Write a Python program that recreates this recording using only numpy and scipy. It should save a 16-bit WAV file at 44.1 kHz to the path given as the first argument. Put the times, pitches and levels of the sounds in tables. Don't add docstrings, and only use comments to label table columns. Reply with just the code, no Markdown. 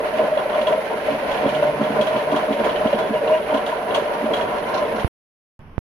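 import sys
import numpy as np
from scipy import signal
from scipy.fft import rfft, irfft
from scipy.io import wavfile

SR = 44100
rng = np.random.default_rng(int(sys.argv[2]) if len(sys.argv) > 2 else 0)


def materialize(psi):
    bounded = np.clip(np.atleast_2d(psi).T, -1, 1)
    quanta = np.round(bounded * 32767).astype(np.int16)
    wavfile.write(sys.argv[1], SR, quanta)


N = 261954
TIME = np.arange(N) / SR
FREQS = np.fft.rfftfreq(N, 1 / SR)

# peak t/s, relative level/dB, f/Hz, length/s
WALL_IMPACTS = [(0.061, -24.5, 608, 0.018), (0.092, -25.5, 572, 0.014), (0.145, -20, 620, 0.012),
                (0.199, -12.5, 630, 0.0088), (0.239, -19.5, 580, 0.007), (0.284, -15.5, 610, 0.0049),
                (0.326, -15, 616, 0.01), (0.375, -14.5, 594, 0.0062), (0.41, -26, 615, 0.0053),
                (0.461, -18, 583, 0.0068), (0.499, -23, 610, 0.014), (0.529, -22.5, 644, 0.0034),
                (0.56, -17, 614, 0.008), (0.588, -15.5, 602, 0.0087), (0.617, -18, 606, 0.0053),
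                (0.632, -20.5, 560, 0.0064), (0.676, -16.5, 610, 0.01), (0.684, -25.5, 995, 0.01),
                (0.73, -12.5, 627, 0.01), (0.781, -19.5, 597, .005), (0.811, -26.5, 593, 0.0055),
                (0.987, -23.5, 580, 0.0082), (1.089, -19, 610, 0.0084), (1.232, -21.5, 555, 0.01),
                (1.316, -23.5, 565, 0.011), (1.417, -21, 613, 0.012), (1.457, -17, 564, 0.004),
                (1.493, -19.5, 593, 0.011), (1.529, -21.5, 583, 0.0072), (1.555, -22, 613, 0.02),
                (1.629, -14, 603, 0.01), (1.663, -17, 602, 0.017), (1.696, -20, 593, 0.013),
                (1.814, -19, 595, 0.0096), (1.85, -20.5, 610, 0.015), (1.998, -17.5, 607, 0.019),
                (2.022, -18, 592, 0.0087), (2.082, -19, 625, 0.014), (2.111, -19.5, 623, 0.0042),
                (2.147, -21.5, 633, 0.016), (2.168, -20.5, 614, 0.0046), (2.202, -22.5, 586, 0.021),
                (2.325, -17, 615, 0.007), (2.37, -22.5, 612, 0.014), (2.425, -19.5, 600, 0.0035),
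                (2.491, -21.5, 616, 0.016), (2.552, -22, 576, 0.0098), (2.589, -23.5, 604, 0.0088),
                (2.64, -31.5, 612, 0.02), (2.694, -21, 620, .005), (2.771, -24.5, 594, 0.012),
                (2.812, -18, 617, 0.01), (2.853, -18, 633, 0.012), (2.878, -21, 600, .005),
                (2.934, -14, 585, 0.0065), (3, -22, 646, 0.014), (3.147, -18, 619, 0.011),
                (3.172, -28, 965, 0.0086), (3.221, -21.5, 578, 0.013), (3.286, -21, 611, 0.014),
                (3.331, -15, 630, 0.026), (3.353, -28.5, 985, 0.015), (3.502, -21.5, 612, 0.017),
                (3.522, -28, 910, 0.0076), (3.528, -20, 610, 0.005), (3.554, -20, 635, 0.0062),
                (3.57, -25, 720, 0.0057), (3.73, -26, 970, 0.0067), (3.733, -22, 610, 0.0058),
                (3.834, -24.5, 637, 0.0084), (3.895, -32, 974, 0.018), (3.921, -18.5, 593, 0.0085),
                (3.947, -24, 590, 0.0095), (3.983, -20, 600, 0.0088), (4.061, -19.5, 597, 0.0093),
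                (4.204, -24.5, 600, 0.022), (4.265, -17.5, 613, 0.0087), (4.293, -20, 589, 0.0043),
                (4.375, -31.5, 625, 0.013), (4.39, -26.5, 961, 0.013), (4.414, -22.5, 640, 0.0083),
                (4.518, -27, 996, 0.0081), (4.582, -24, 591, 0.018), (4.702, -31.5, 1047, 0.016),
                (4.751, -24, 754, 0.0064), (4.782, -27.5, 1037, 0.018), (4.822, -26, 608, .01),
                (4.842, -22.5, 589, .006)]
# f/Hz, relative level/dB
SCRAPE_SPECTRUM = [(100, -20), (300, -8), (500, 5), (850, 5.5), (1220, -4), (1450, -0.9), (2100, -2.5),
                   (2650, -5.5), (3000, -6.8), (3550, -14.5), (4300, -16.5), (5100, -22.5), (6800, -27.5),
                   (15000, -30.5)]
# start t/s, end t/s
AUDIBLE_SPANS = [(0, 5.0797), (5.592, 5.7903)]


def grinding():
    # f/Hz, bandwidth/Hz, relative level/dB
    pipe_modes = [(123, 4.4, -19.5), (132.5, 2.9, -14.5), (181.6, 4.4, -25.5), (229.8, 6.7, -1),
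                  (298, 20, -3.5), (368, 4.8, -1.5), (464.5, 37.7, 6), (580, 68, 4.5), (592, 3.1, -5),
                  (622, 42, 8), (711, 28, 5.5), (780, 90, -42.5), (930.2, 12, 6), (999, 20, 5.5),
                  (954, 34, -1), (1364, 140, -7)]
    drag, _, deep_rub, mouth_rub = friction()
    pipe = ringing(pipe_modes) / (1 + (FREQS / 1700) ** 6)
    low = 1 / (1 + (FREQS / 670) ** 16)
    deep = shape(grains(per_s=4000, spread_db=-2), pipe * low)
    deep *= np.hypot(drag, deep_rub) * amp(wander(42))
    mouth = shape(grains(per_s=4000, spread_db=-.6), pipe * (1 - low))
    mouth *= np.hypot(amp(-6) * drag, mouth_rub) * amp(.25 * wander(33))
    return contact() * deep + mouth


def friction():
    # t/s, level in the pipe/dB, level at the open coils/dB
    drag_levels = [(0, -28.5, -33), (.7, -34.5, -34.5), (.85, -37, -34), (1.3, -29, -32), (2.0, -28.5, -33),
                   (2.9, -27.5, -32.5), (3.15, -32.5, -35), (3.45, -45, -35.5), (3.6, -33, -37.5),
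                   (4.05, -29, -35.5), (4.6, -28.5, -35), (5.0, -31, -35), (5.08, -42, -39.5)]
    # peak t/s, level deep down/dB, level at the mouth/dB, length/s
    rubs = [(0.048, -26.5, -26.5, 0.008), (0.216, -21.5, -29, 0.038), (0.395, -31, -25.5, 0.022),
            (0.557, -27.5, -28, 0.073), (0.71, -23.5, -30.5, 0.057), (0.933, -25, -32.5, 0.039),
            (1.083, -23, -33.5, 0.029), (1.3, -35.5, -31.5, 0.04), (1.444, -27, -31, 0.086),
            (1.638, -24.5, -26.5, 0.0099), (1.828, -35.5, -32, 0.049), (1.977, -22, -26, 0.028),
            (2.12, -26.5, -31, 0.099), (2.36, -33.5, -27.5, 0.069), (2.606, -16, -26, 0.012),
            (2.671, -20, -26, 0.029), (2.83, -30, -29.5, 0.038), (3.003, -23, -28, 0.052),
            (3.155, -21.5, -32, 0.025), (3.3, -21.5, -30, 0.082), (3.535, -23, -28, 0.069),
            (3.703, -47, -30, 0.12), (3.914, -20.5, -30.5, 0.043), (3.959, -23.5, -24, 0.029),
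            (4.13, -61, -31.5, 0.072), (4.35, -24, -31.5, 0.075), (4.404, -34, -30.5, 0.054),
            (4.53, -35, -29.5, 0.072), (4.748, -22, -27.5, 0.065), (4.829, -23, -36.5, 0.026),
            (4.985, -35, -29.5, 0.048)]
    times, *levels = np.transpose(drag_levels)
    drag, scrape = (amp(np.interp(TIME, times, level)) for level in levels)
    power = sum((amp([[deep_db], [mouth_db]]) * swell(TIME[::16] - s, length, length)) ** 2
                for s, deep_db, mouth_db, length in rubs)
    deep_rub, mouth_rub = np.sqrt(power).repeat(16, axis=1)[:, :N]
    return drag, scrape, deep_rub, mouth_rub


def contact():
    bounce_db = -4
    bouncing = sum(np.exp(-((TIME[::16] - s) / (2 * length)) ** 2) for s, _, _, length in WALL_IMPACTS)
    return amp(bounce_db * np.minimum(bouncing, 1)).repeat(16)[:N]


def scraping():
    _, scrape, _, mouth_rub = friction()
    grit = shape(grains(per_s=14000, spread_db=1.25), amp(read(SCRAPE_SPECTRUM)))
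    coils = grit + amp(-12) * twangs()
    coils *= np.hypot(scrape, amp(-8) * mouth_rub) * amp(1.3 * wander(30))
    return bathroom(coils, wet_db=-6, t60=.19)


def twangs():
    middle_hz, spread_octaves, db_per_octave, spread_db, length_s = 1700, .25, -5, 1.2, .005
    rows = []
    for s, strength, pitch in scattered(count=440):
        octaves = spread_octaves * pitch
        rows.append((s, spread_db * strength + db_per_octave * octaves, middle_hz * 2 ** octaves, length_s))
    return unit(bursts(rows, attack=.4, rough=.15, lead=1.2))


def rattles():
    # t/s, relative level/dB
    chatter_levels = [(0, -30), (.6, -28), (.88, -29), (1.3, -28), (2.7, -28), (3.2, -30), (3.75, -32),
                      (4.3, -32), (5.0, -34)]
    mean_hz, spread_hz, spread_db, length_s = 607, 23, 2.5, .01
    light = [(s, np.interp(s, *np.transpose(chatter_levels)) + spread_db * strength,
              mean_hz + spread_hz * pitch, length_s) for s, strength, pitch in scattered(count=72)]
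    knocks = amp(-1) * bursts(WALL_IMPACTS, attack=.8, rough=.14, lead=.4)
    chatter = contact() * bursts(light, attack=.65, rough=.3, lead=.4)
    grit = amp(-24.5) * noise(SCRAPE_SPECTRUM) * force(WALL_IMPACTS + light, rise=.006, fall=.012)
    return bathroom(knocks + chatter + grit, wet_db=-12.5, t60=.3)


def thumps():
    # peak t/s, relative level/dB, tilt toward the upper modes/dB, length/s
    blows = [(0.242, -28, 1, 0.017), (0.629, -36.5, -6, 0.016), (1.123, -29.5, 4, 0.018),
             (1.465, -19, 2.5, 0.011), (1.528, -31, -2, 0.0076), (1.816, -21, 0, .013),
             (1.909, -22, 0.5, 0.009), (2.006, -27.5, -6, 0.0092), (2.162, -26.5, -2.5, .012),
             (2.345, -21.5, 4, 0.017), (2.511, -24, 2, 0.015), (2.61, -32, -6.5, 0.012),
             (2.86, -18.5, 2, 0.0077), (2.948, -27.5, -2.5, 0.012), (3.111, -22.5, 0.5, 0.0083),
             (3.548, -24, 6, 0.014), (4.244, -24.5, 1.5, .013), (4.394, -36.5, -9, .012),
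             (4.948, -32, -2.5, 0.015)]
    # f/Hz, bandwidth/Hz, relative level/dB
    boom_modes = [(222, 7, -1), (282, 20, -2), (373, 16, -12), (455, 23, -10), (1030, 32, -13)]
    driven = [(s, db + mode_db + (tilt_db if k else -tilt_db) + rng.standard_normal(), hz, length)
              for s, db, tilt_db, length in blows for k, (hz, _, mode_db) in enumerate(boom_modes)]
    thud = bursts(driven, attack=1.4, rough=.25, lead=.05)
    ring = struck(blows, boom_modes, lag=.012, vary_db=2, detune=.015)
    return amp(-4.5) * thud + amp(-6.5) * ring


def clinks():
    # peak t/s, level/dB, ping f/Hz, splash level/dB, ping length/s
    strikes = [(0.186, -36, 2870, -62.5, 0.0046), (0.376, -37, 3350, -65.5, 0.0044),
               (0.498, -41, 3030, -64.5, 0.0098), (0.532, -42.5, 3030, -58, .004),
               (0.55, -41.5, 3350, -69, 0.0044), (0.614, -32.5, 2930, -50, 0.0036),
               (0.671, -31, 3280, -46.5, 0.0047), (1.316, -36.5, 3000, -48.5, .005),
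               (1.377, -39, 2980, -60, .006), (1.453, -39.5, 2895, -65, 0.0043),
               (1.491, -38.5, 2980, -47.5, .005), (1.55, -37, 2940, -49, 0.0044),
               (1.838, -39, 3300, -58, 0.0085), (2.013, -33, 3290, -44, 0.0084),
               (2.071, -34, 3360, -47.5, 0.0064), (2.138, -41, 3370, -63, .004),
               (2.165, -36, 2920, -60, 0.0028), (2.184, -37.5, 3200, -53, .004),
               (2.317, -39.5, 2760, -49, .004), (2.363, -36.5, 3270, -45, 0.008),
               (2.413, -42.5, 3015, -66, .004), (2.528, -36, 3330, -52, 0.003),
               (2.59, -39, 2800, -57, 0.005), (2.646, -43, 3320, -47.5, 0.0049),
               (2.695, -36, 2970, -53.5, .005), (2.761, -35, 3000, -58, .007),
               (2.872, -35.5, 2960, -53.5, 0.0037), (2.93, -34.5, 2820, -60.5, .006),
               (2.989, -40, 3460, -50, 0.0059), (3.276, -36.5, 2760, -55.5, 0.0061),
               (3.543, -35.5, 2830, -48, 0.0055), (3.575, -35.5, 3020, -52, 0.0038),
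               (3.665, -37.5, 3320, -47.5, 0.0037), (3.908, -36, 2810, -67, .005),
               (3.948, -28.5, 3310, -38.5, .005), (4.337, -29.5, 3270, -44.5, 0.0072),
               (4.368, -35, 3000, -49, .004), (4.411, -37.5, 2830, -50.5, 0.012),
               (4.854, -44, 2790, -71, .005), (5.004, -43.5, 3120, -55, 0.0031)]
    # f/Hz, bandwidth/Hz, relative level/dB
    steel_modes = [(2090, 60, -5), (2853, 45, 0), (2990, 50, -2), (3285, 40, 0), (3375, 36, -3),
                   (3690, 45, -11), (3950, 55, -10), (4603, 80, -17), (5500, 90, -17)]
    # f/Hz, relative level/dB
    clack_spectrum = [(1000, -10), (1900, 1), (2550, -4), (2800, 2), (3020, 3), (3150, -6), (3270, 4),
                      (3400, 2), (3540, -9), (3950, -5.5), (4400, -13), (5000, -30), (9000, -41)]
    # f/Hz, relative level/dB
    splash_spectrum = [(1500, -23.5), (3000, 10.5), (4200, 2), (5100, -7), (6800, -6), (10500, -8),
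                       (15000, -20.5)]
    rows = strikes + [(s, -43 + 2 * strength, 3080 + 190 * pitch, -65 + 2 * strength, .004)
                      for s, strength, pitch in scattered(count=40)]
    ping = bursts([(s, db, hz, length) for s, db, hz, _, length in rows], attack=.3, rough=.2, lead=1.2)
    clack = noise(clack_spectrum) * force(rows, rise=.002, fall=.009)
    ring = struck(rows, steel_modes, lag=.002, vary_db=4, detune=.008)
    splash = noise(splash_spectrum) * force([(s, db) for s, _, _, db, _ in rows], rise=.004, fall=.018)
    direct = amp(-2) * ping + amp(.5) * clack + amp(-4.5) * ring + amp(8) * splash
    return bathroom(direct, wet_db=-7, t60=.35)


def squeaks():
    # peak t/s, level/dB, f/Hz, length/s
    slips = [(1.12, -43, 2550, .012), (3.025, -45, 3390, .018), (3.165, -41.5, 2853, .025),
             (3.338, -38.5, 2853, .02)]
    return bursts(slips, attack=.9, rough=.15, lead=.8)


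def scuffs():
    # peak t/s, relative level/dB, decay time/s
    slides = [(4.14, -53, .018), (4.59, -52, .018), (4.693, -48, .01), (4.746, -39.5, .016),
              (4.78, -46.5, .02), (4.965, -48.5, .012), (5.0, -49, .016)]
    # f/Hz, relative level/dB
    edge_spectrum = [(2000, -14.5), (2870, 12.5), (3250, 2.5), (4200, 6.5), (4900, -6.5), (5600, 2),
                     (6400, -8), (9000, -20), (15000, -26)]
    envelope = sum(amp(db) * swell(TIME - s, .006, decay) for s, db, decay in slides)
    grit = shape(grains(per_s=11000, spread_db=0), amp(read(edge_spectrum)))
    return bathroom(amp(5) * grit * envelope, wet_db=-13, t60=.21)


def pops():
    # t/s, level/dB, period/s, decay time/s, left relative to right/dB
    pulses = [(5.046, -2.5, 0.013, 0.0063, -14), (5.7805, -4.5, 0.02, 0.0043, -17)]
    out = np.zeros((2, N))
    for s, db, period, decay, left_db in pulses:
        t = np.maximum(TIME - s, 0)
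        front = 1 - np.exp(-(t / .00024) ** 2)
        push = np.exp(-t / decay) * np.cos(2 * np.pi * t / period + .73)
        snap = 1.27 * np.exp(-t / .00022)
        out += amp(db) * front * np.array([amp(left_db) * push, push + snap])
    return out


def motor():
    # t/s, level/dB
    load_levels = [(0, -55.5), (1.0, -55.5), (1.45, -48), (1.6, -42.5), (2.0, -45), (2.33, -42),
                   (2.45, -58), (3.2, -55.5), (5.08, -57)]
    drone_hz = 147
    cycles = np.cumsum(drone_hz * (1 + .04 * wander(8.5))) / SR
    judder = .7 + .7 * wander(16) + .25 * wander(60)
    load = amp(np.interp(TIME, *np.transpose(load_levels)))
    return np.sqrt(2) * np.sin(2 * np.pi * cycles) * judder * load


def rumble_and_hiss():
    # t/s, level/dB
    rumble_levels = [(0, -41.5), (.9, -45), (1.4, -37.5), (2.2, -45.5), (2.8, -36.5), (3.4, -43),
                     (4.2, -42), (5.08, -38.5)]
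    # f/Hz, relative level/dB
    rumble_spectrum = [(10, -14), (25, -10), (40, -4), (70, -3.5), (95, -20.5), (200, 3), (500, -3),
                       (2000, -74.5)]
    # f/Hz, relative level/dB
    hiss_spectrum = [(7700, -31.5), (8700, -7.5), (10000, 5.5), (10800, 11), (11600, 0), (13300, -6.5),
                     (14100, -15), (15000, -10)]
    rumble = amp(np.interp(TIME, *np.transpose(rumble_levels))) * noise(rumble_spectrum)
    hiss = amp(-51 + wander(22.3)) * noise(hiss_spectrum)
    return rumble + hiss


def quiet_room():
    # f/Hz, relative level/dB
    room_spectrum = [(10, 4), (40, 1), (170, -2), (300, -12), (600, -16.5), (1000, -14.5), (1500, -21),
                     (3000, -28), (4100, -44), (5500, -41), (7500, -60), (10500, -41), (13000, -48),
                     (15000, -52)]
    return amp(-45) * noise(room_spectrum)


def bathroom(x, wet_db, t60):
    taps = rng.standard_normal((2, N)) * (rng.random((2, N)) < 3000 / SR)
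    tail = pair(taps * amp(-60 * TIME / t60) * (TIME > .005))[:, :SR // 2]
    tail /= np.linalg.norm(tail, axis=1, keepdims=True)
    return x + amp(wet_db) * signal.fftconvolve(x, tail, axes=1)[:, :N]


def bursts(rows, attack, rough, lead):
    out = np.zeros(N, complex)
    for s, db, hz, length in rows:
        near = slice(max(int((s - 3 * length) * SR), 0), int((s + 8 * length) * SR))
        t = TIME[near] - s
        out[near] += amp(db) * swell(t, attack * length, length) * np.exp(2j * np.pi * hz * t)
    out *= 1 + rough * (wander(140) + 1j * wander(140))
    out *= np.exp(2j * wander(2.13))
    return np.sqrt(2) * np.array([out * np.exp(1j * lead), out]).real


def struck(rows, modes, lag, vary_db, detune):
    out, t = np.zeros((2, N + SR)), TIME[:SR // 4]
    hz, width, mode_db = np.transpose(modes)[:, :, None]
    for s, db, *_ in rows:
        detuned_hz = hz * (1 + detune * rng.standard_normal(hz.shape))
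        rings = amp(mode_db) * np.exp((2j * detuned_hz - width) * np.pi * t) * (1 - np.exp(-t / lag))
        strengths = amp(vary_db * rng.standard_normal(len(modes)))
        phases = np.exp(2j * np.pi * rng.random((2, len(modes))))
        start = max(int((s - lag) * SR), 0)
        out[:, start:start + len(t)] += amp(db) * ((strengths * phases) @ rings).real
    return pair(out[:, :N])


def ringing(modes):
    return sum(amp(db) * 1j * FREQS * width / (hz ** 2 - FREQS ** 2 + 1j * FREQS * width)
               for hz, width, db in modes)


def swell(t, rise, fall):
    return np.exp(-(np.minimum(t, 0) / rise) ** 2 - np.hypot(np.maximum(t, 0) / fall, .5) + .5)


def force(rows, rise, fall):
    power = sum((amp(db) * swell(TIME[::16] - s, rise, fall)) ** 2 for s, db, *_ in rows)
    return np.sqrt(power).repeat(16)[:N]


def scattered(count, spin_s=5):
    late, strength, pitch = rng.standard_normal((count, 3)).T
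    times = (np.arange(count) + .5 + .5 * np.tanh(late)) * spin_s / count
    return np.transpose([times, np.clip(strength, -2, 2), pitch])


def grains(per_s, spread_db):
    size = amp(spread_db * np.minimum(rng.exponential(1, N), 4)) * (rng.random(N) < per_s / SR)
    return unit(pair(size * rng.standard_normal((2, N))))


def noise(spectrum):
    return shape(pair(rng.standard_normal((2, N))), amp(read(spectrum)))


def wander(rate_hz):
    return shape(rng.standard_normal(N), np.exp(-(FREQS / rate_hz) ** 2))


def pair(x):
    # f/Hz, correlation
    coherence = [(60, 0.94), (290, 0.97), (640, 0.71), (1400, 0.05), (3000, 0.11), (7000, 0.01)]
    left, other = rfft(x)
    same = read(coherence)
    return irfft([left, same * left + np.sqrt(1 - same ** 2) * other], N)


def shape(x, gain):
    return unit(irfft(rfft(x) * gain, N))


def read(points):
    hz, value = np.transpose(points)
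    return np.interp(np.log(FREQS + 1), np.log(hz + 1), value)


def unit(x):
    return x / np.sqrt(np.mean(x ** 2) + 1e-20)


def amp(db):
    return 10 ** (np.asarray(db) / 20)


def scene():
    # f/Hz, left minus right/dB
    balance = [(60, -3.5), (200, -3), (400, -3.5), (600, .5), (1030, 2), (1450, -11.5), (2100, 0),
               (2550, -5.5), (3350, 2.5), (4700, -10.5), (5500, 1), (7000, -5), (10500, 22.5), (15000, 19)]
    machine = grinding() + scraping() + rattles() + thumps() + clinks() + squeaks() + scuffs()
    machine += motor() + rumble_and_hiss()
    room_start_s = AUDIBLE_SPANS[1][0]
    sound = np.where(TIME < room_start_s, machine, quiet_room())
    left = amp(read(balance))
    pan = np.array([left, np.ones_like(left)]) * np.sqrt(2 / (1 + left ** 2))
    return irfft(rfft(sound) * pan, N) + pops()


def record(dry):
    # f/Hz, level/dB
    treble_dip = [(6500, 2.5), (7200, -1.5), (7600, -10.5), (8100, -3.5), (9000, -1)]
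    gate = sum((TIME >= start) & (TIME < end) for start, end in AUDIBLE_SPANS)
    heard = irfft(rfft(dry) * amp(read(treble_dip)), N) * gate
    band_limit = signal.firwin(511, cutoff=15400, window=("kaiser", 9), fs=SR)
    return signal.oaconvolve(heard, band_limit[None], "same")


dry = scene()
out = record(dry)
materialize(out)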